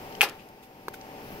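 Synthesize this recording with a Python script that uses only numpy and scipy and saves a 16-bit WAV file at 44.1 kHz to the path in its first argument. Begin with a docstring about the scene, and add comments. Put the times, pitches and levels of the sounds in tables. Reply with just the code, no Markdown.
"""Two hard cracks, then a rattle that rings out: pliers snap through wire mesh on a wooden post outdoors.
The jaws ring dead; the freed strands ring on, chatter and slap the post, and the garden scatters it back.
Loose wire ticks and scrapes, the post is knocked once, and a reaching arm stirs the air.
A far engine drones in the open air. Gain control ducks after the snap and slowly recovers."""
import sys
import numpy as np
from scipy import signal
from scipy.fft import rfft, irfft
from scipy.io import wavfile
from scipy.ndimage import uniform_filter1d, minimum_filter1d

SR = 44100
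rng = np.random.default_rng(int(sys.argv[2]) if len(sys.argv) > 2 else 0)


def materialize(psi):
    """Save the field psi as 16-bit PCM at rate SR to the path in sys.argv[1].

    A 1-D psi becomes a single channel; in a 2-D psi each row is a channel.
    """
    bounded = np.clip(np.atleast_2d(psi).T, -1, 1)
    quanta = np.round(bounded * 32767).astype(np.int16)
    wavfile.write(sys.argv[1], SR, quanta)


N = 61739
TIME = np.arange(N) / SR

# wire giving way: (time [s], level [dB], pitch [ratio], splinter hiss [dB])
CRACK_EVENTS = [(.2089, -.7, 1.02, -22), (.2149, 1, .985, -17)]
# metal-on-metal hiss: (frequency [Hz], relative density [dB])
METAL_SPECTRUM = [(200, -30), (1000, -7), (3000, 3), (5000, -0.5), (7000, -2), (9000, -5), (11800, 4.5),
                  (14000, -4.5), (16000, 1.5)]
SNAP_S, STRAND_ATTACK_S = CRACK_EVENTS[0][0], 0.006
AIR_PAN_DB, FAR_LEAD_S = 2, 0.00024  # far sounds: left louder and earlier


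def from_db(db):
    """Decibels to gain."""
    return 10 ** (np.asarray(db) / 20)


def unit_rms(x):
    """Scale to unit power."""
    return x / np.sqrt(np.mean(x ** 2) + 1e-20)


def pan(db):
    """Stereo gains for a left-minus-right level."""
    return from_db(np.array([[db], [-db]]) / 2)


def at_hz(points, hz):
    """Read a table on a log-frequency axis."""
    table_hz, values = np.transpose(points)
    return np.interp(np.log(hz + 1), np.log(table_hz), values)


def since(start_s):
    """Seconds since the start, zero before."""
    return np.maximum(TIME - start_s, 0)


def envelope(start_s, attack_s, hold_s, t60_s):
    """Linear rise, hold, exponential fall."""
    rise = np.minimum(since(start_s) / attack_s, 1)
    return rise * from_db(-60 * since(start_s + attack_s + hold_s) / t60_s)


def coloured(spectrum, source=None, lead_s=0):
    """Shape two random signals into a stereo pair, coherent in the bass, left early by lead_s; rms 1."""
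    # left-right likeness: (frequency [Hz], correlation [ratio])
    correlation = [(60, 0.97), (500, 0.96), (1000, 0.89), (2500, 0.1), (4500, 0.1), (12000, 0.12)]
    mid, side = rfft(rng.standard_normal((2, N)) if source is None else source)
    hz = np.linspace(0, SR / 2, len(mid))
    alike = at_hz(correlation, hz)
    pair = np.sqrt(1 + alike) * mid + np.sqrt(1 - alike) * side * [[1], [-1]]
    arrival = np.exp(2j * np.pi * hz * np.array([[lead_s], [0]]))
    return unit_rms(irfft(pair * arrival * from_db(at_hz(spectrum, hz)), N))


def strike(start_s, modes, left_lag_s=0.00007):
    """Heavily damped modes of alternating sign swell for a few cycles and die."""
    t = np.array([since(start_s + left_lag_s), since(start_s)])
    out = 0
    for k, (hz, width_hz, db, pan_db) in enumerate(modes):
        age = np.pi * width_hz * t
        swell = age ** 2 * np.exp(2 - 2 * age)
        out += (-1) ** k * from_db(db) * pan(pan_db) * swell * np.sin(2 * np.pi * hz * t)
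    return out


def open_air():
    """Steady outdoor noise."""
    # ambience: (frequency [Hz], relative density [dB])
    spectrum = [(25, -11), (55, -15.5), (120, -5.5), (250, -3.5), (450, -0.5), (650, -1.5), (900, -2),
                (1200, -9.5), (1800, -10), (2700, -10.5), (3800, -20.5), (5200, -18), (7000, -26.5),
                (9000, -30), (12000, -23.5), (16000, -43)]
    return from_db(-44) * coloured(spectrum, lead_s=FAR_LEAD_S)


def engine(rate_hz=59.03, wander_ratio=0.0028):
    """Harmonics of a far engine at nearly steady speed."""
    # drone: (harmonic [number], rms level [dB])
    harmonics = [(4, -59), (5, -63), (6, -57.5), (7, -53.5), (8, -58), (10, -58.5), (13, -51.5),
                 (15, -53.5)]
    lowpass = signal.butter(2, 6, fs=SR, output="sos")
    wander = unit_rms(signal.sosfilt(lowpass, rng.standard_normal(2 * N))[N:])
    cycles = np.cumsum(rate_hz * (1 + wander_ratio * wander)) / SR
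    cycles = cycles + rate_hz * np.array([[FAR_LEAD_S], [0]])
    return sum(from_db(db) * np.sqrt(2) * np.sin(2 * np.pi * (k * cycles + rng.random()))
               for k, db in harmonics)


def reaching_arm():
    """An arm stirs the air: low noise that swells near the end."""
    # swell: (time [s], level [dB])
    levels = [(0.95, -48), (1.18, -50.5), (1.33, -42.5), (1.4, -48)]
    # stirred air: (frequency [Hz], relative density [dB])
    spectrum = [(25, 0), (70, -1), (130, 4), (300, 4), (700, -31), (2500, -20), (7000, -40), (13000, -17.5)]
    return from_db(np.interp(TIME, *np.transpose(levels))) * coloured(spectrum)


def wire_scrapes(width_hz=400):
    """Wire slides briefly over wire: hiss and one resonance."""
    # slides: (time [s], nominal length [s], hiss [dB], resonance [Hz], ring [dB], left-right [dB])
    slides = [(0.287, 0.0055, -38, 2500, -46, -9), (0.2944, 0.0053, -33, 5000, -38, -0.5),
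              (0.381, 0.056, -79, 2700, -46, 6.5), (0.487, 0.0046, -43, 5300, -53, -4),
              (0.62, 0.044, -44.5, 2560, -51, -1.5), (0.934, 0.022, -37.5, 2300, -43, 0),
              (1.246, 0.0035, -55, 4200, -55, 3)]
    hiss = coloured(METAL_SPECTRUM)
    radius = np.exp(-np.pi * width_hz / SR)
    out = 0
    for start_s, length_s, hiss_db, hz, ring_db, pan_db in slides:
        poles = [1, -2 * radius * np.cos(2 * np.pi * hz / SR), radius ** 2]
        ring = unit_rms(signal.lfilter([1, 0, -1], poles, rng.standard_normal((2, N))))
        shape = envelope(start_s, attack_s=0.28 * length_s, hold_s=0.19 * length_s, t60_s=3 * length_s)
        out += pan(pan_db) * shape * (from_db(hiss_db) * hiss + from_db(ring_db) * ring)
    return out


def strand_ticks():
    """A taut strand slips with dry grit and a short ring; two early ticks are dull, the late one bright."""
    # slips: (time [s], gain [dB], tilt [dB/octave], left-right [dB])
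    slips = [(0.124, -7, -2, 8), (0.1504, -1, -6, 6), (1.0115, 1, 10, -4)]
    # taut strand: (frequency [Hz], width [Hz], level [dB])
    modes = [(3050, 190, -41.5), (4400, 260, -46), (4900, 240, -49), (5860, 260, -45.5)]
    # grit: (frequency [Hz], relative density [dB])
    spectrum = [(700, -10), (1600, 0), (5500, -2), (7500, -6), (10000, -18)]
    centre_hz = np.mean(np.array(modes)[:, 0])
    grit = from_db(-44) * coloured(spectrum)
    out = 0
    for start_s, gain_db, tilt_db, pan_db in slips:
        tilted = [(hz, width_hz, db + tilt_db * np.log2(hz / centre_hz), 0) for hz, width_hz, db in modes]
        burst = grit * envelope(start_s, attack_s=0.001, hold_s=0, t60_s=0.032)
        out += from_db(gain_db) * pan(pan_db) * (strike(start_s, tilted) + burst)
    return out


def strand_clink(start_s=0.9402):
    """A strand clinks as it slides."""
    # sliding strand: (frequency [Hz], width [Hz], level [dB], left-right [dB])
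    modes = [(1490, 150, -31, 0), (2330, 120, -39, 2)]
    return strike(start_s, modes)


def post_knock(start_s=0.8819):
    """A dead wooden knock with a small tick on top."""
    # knocked wood: (frequency [Hz], width [Hz], level [dB], left-right [dB])
    modes = [(410, 160, -20, .5), (990, 235, -17.5, 0), (1390, 280, -22.5, 3), (1660, 130, -30, 4.5),
             (2200, 370, -31, 4), (4450, 170, -33, 6)]
    shape = envelope(start_s, attack_s=0.0018, hold_s=0.00059, t60_s=0.028)
    return strike(start_s, modes) + from_db(-30) * coloured(METAL_SPECTRUM) * shape


def garden_scatter():
    """The garden scatters the snap back as a noise tail."""
    # tail: (frequency [Hz], relative density [dB])
    spectrum = [(120, -25), (400, 5.5), (800, 2), (1400, -1), (2700, -0.5), (4500, -10.5), (8000, -22.5),
                (12000, -23), (16000, -35.5)]
    return from_db(-29) * coloured(spectrum) * envelope(0.2184, attack_s=0.021, hold_s=0, t60_s=0.33)


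def strand_shimmer(count=48, low_hz=3800, high_hz=15500, spread_db=18):
    """The strands' high modes at random pitches, coloured like the metal hiss."""
    draws = rng.random((count, 4))
    mode_hz = low_hz + draws[:, 0] * (high_hz - low_hz)
    gains = from_db(at_hz(METAL_SPECTRUM, mode_hz) - spread_db * draws[:, 1])
    tones = sum(gain * np.sin(2 * np.pi * (hz * TIME + phase[:, None]))
                for hz, gain, phase in zip(mode_hz, gains, draws[:, 2:]))
    return from_db(-31) * unit_rms(tones) * envelope(SNAP_S, STRAND_ATTACK_S, hold_s=0.016, t60_s=0.13)


def strand_ring(gain_db=-0.7, pan_db=4):
    """Freed strands ring on after the snap."""
    # free strands: (frequency [Hz], relative level [dB], t60 [s])
    modes = [(1248, -35, .33), (1362, -35, .28), (1413, -32, .25), (1695, -31, .2), (1735, -35, .28),
             (1872, -36, .26), (2177, -30, .16), (2320, -32, .22), (2393, -28, .18), (2493, -24, .19),
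             (2668, -23, .12), (2795, -31, .2), (3145, -31, .15), (3214, -32, .15), (3660, -37, .16)]
    out = 0
    for hz, db, t60_s in modes:
        cycles = hz * since(SNAP_S) + rng.random() + rng.normal(0, 0.034, (2, 1))
        out += from_db(db) * envelope(SNAP_S, STRAND_ATTACK_S, 0, t60_s) * np.sin(2 * np.pi * cycles)
    return from_db(gain_db) * pan(pan_db) * out


def mesh_rattle(contacts_per_s=5000):
    """The shaking mesh chatters in a dense burst of random contacts."""
    # chatter: (frequency [Hz], relative density [dB])
    spectrum = [(150, -31), (450, -4), (900, -0.5), (1800, 1), (2700, 3.5), (3600, -1), (5500, -3),
                (7000, -16), (9000, -16.5), (11800, -7), (15500, -14)]
    contacts = (rng.random(N) < contacts_per_s / SR) * rng.choice([-1, 1], (2, N))
    shape = envelope(0.2183, attack_s=0.012, hold_s=0.0087, t60_s=0.086)
    return from_db(-22) * coloured(spectrum, contacts) * shape


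def post_slaps():
    """The mesh slaps the post, which rings hollow."""
    # slaps: (time [s], gain [dB])
    slaps = [(.2268, 0), (.2315, -1)]
    # post: (frequency [Hz], width [Hz], level [dB], left-right [dB])
    modes = [(240, 70, -44, 1), (450, 130, -34, 1), (620, 60, -40, 0), (790, 70, -21, 2),
             (960, 140, -31, 2)]
    return sum(from_db(db) * strike(start_s, modes) for start_s, db in slaps)


def pliers_snap(bounce_s=0.0043, bounce_db=-12):
    """Each crack jolts the jaws, which bounce once, and throws off a bright splinter of noise."""
    # jaws: (frequency [Hz], width [Hz], level [dB], left-right [dB])
    jaw_modes = [(800, 150, -27, 1), (1480, 600, -18, .5), (2510, 430, -4.6, 6.2), (3250, 380, -18, 3.5),
                 (4480, 550, -21.5, 6), (5750, 700, -24.5, 1.5)]
    out = 0
    for start_s, db, pitch, hiss_db in CRACK_EVENTS:
        modes = np.array(jaw_modes) * [pitch, 1, 1, 1]
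        jolt = strike(start_s, modes) + from_db(bounce_db) * strike(start_s + bounce_s, modes)
        burst = envelope(start_s, attack_s=0.00043, hold_s=0.00044, t60_s=0.025)
        out += from_db(db) * jolt + from_db(hiss_db) * coloured(METAL_SPECTRUM) * burst
    return out


def scene():
    """Stereo sum at the microphone."""
    snap = pliers_snap() + post_slaps() + strand_ring() + strand_shimmer()
    aftermath = mesh_rattle() + garden_scatter()
    handling = post_knock() + strand_clink() + strand_ticks() + wire_scrapes()
    background = engine() + reaching_arm() + open_air()
    return snap + handling + pan(AIR_PAN_DB) * (aftermath + background)


def record(dry):
    """Gain control ducks on a loud peak, holds and recovers; peaks clip and the top is cut."""
    threshold_db, max_duck_db, cutoff_hz = -14, 10.5, 15650
    smoothing_s, hold_s, recovery_db_per_s = 0.18, 0.4, 27.5
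    power = uniform_filter1d(np.mean(dry ** 2, axis=0), 88)  # 2 ms window
    level_db = 10 * np.log10(np.abs(power) + 1e-12)
    demand_db = np.clip(2 * (level_db - threshold_db), 0, max_duck_db)
    ramp_db = recovery_db_per_s * TIME
    fading_db = np.maximum.accumulate(demand_db + ramp_db) - ramp_db
    window = int(hold_s * SR) | 1
    held_db = -minimum_filter1d(-fading_db, window, origin=window // 2, mode="constant")  # trailing max
    pole = np.exp(-1 / (smoothing_s * SR))
    duck_db = signal.lfilter([1 - pole], [1, -pole], held_db)
    clipped = np.clip(dry * from_db(-duck_db), -1, 1)
    return signal.sosfilt(signal.ellip(10, 0.2, 80, cutoff_hz, fs=SR, output="sos"), clipped)


dry = scene()
out = record(dry)
materialize(out)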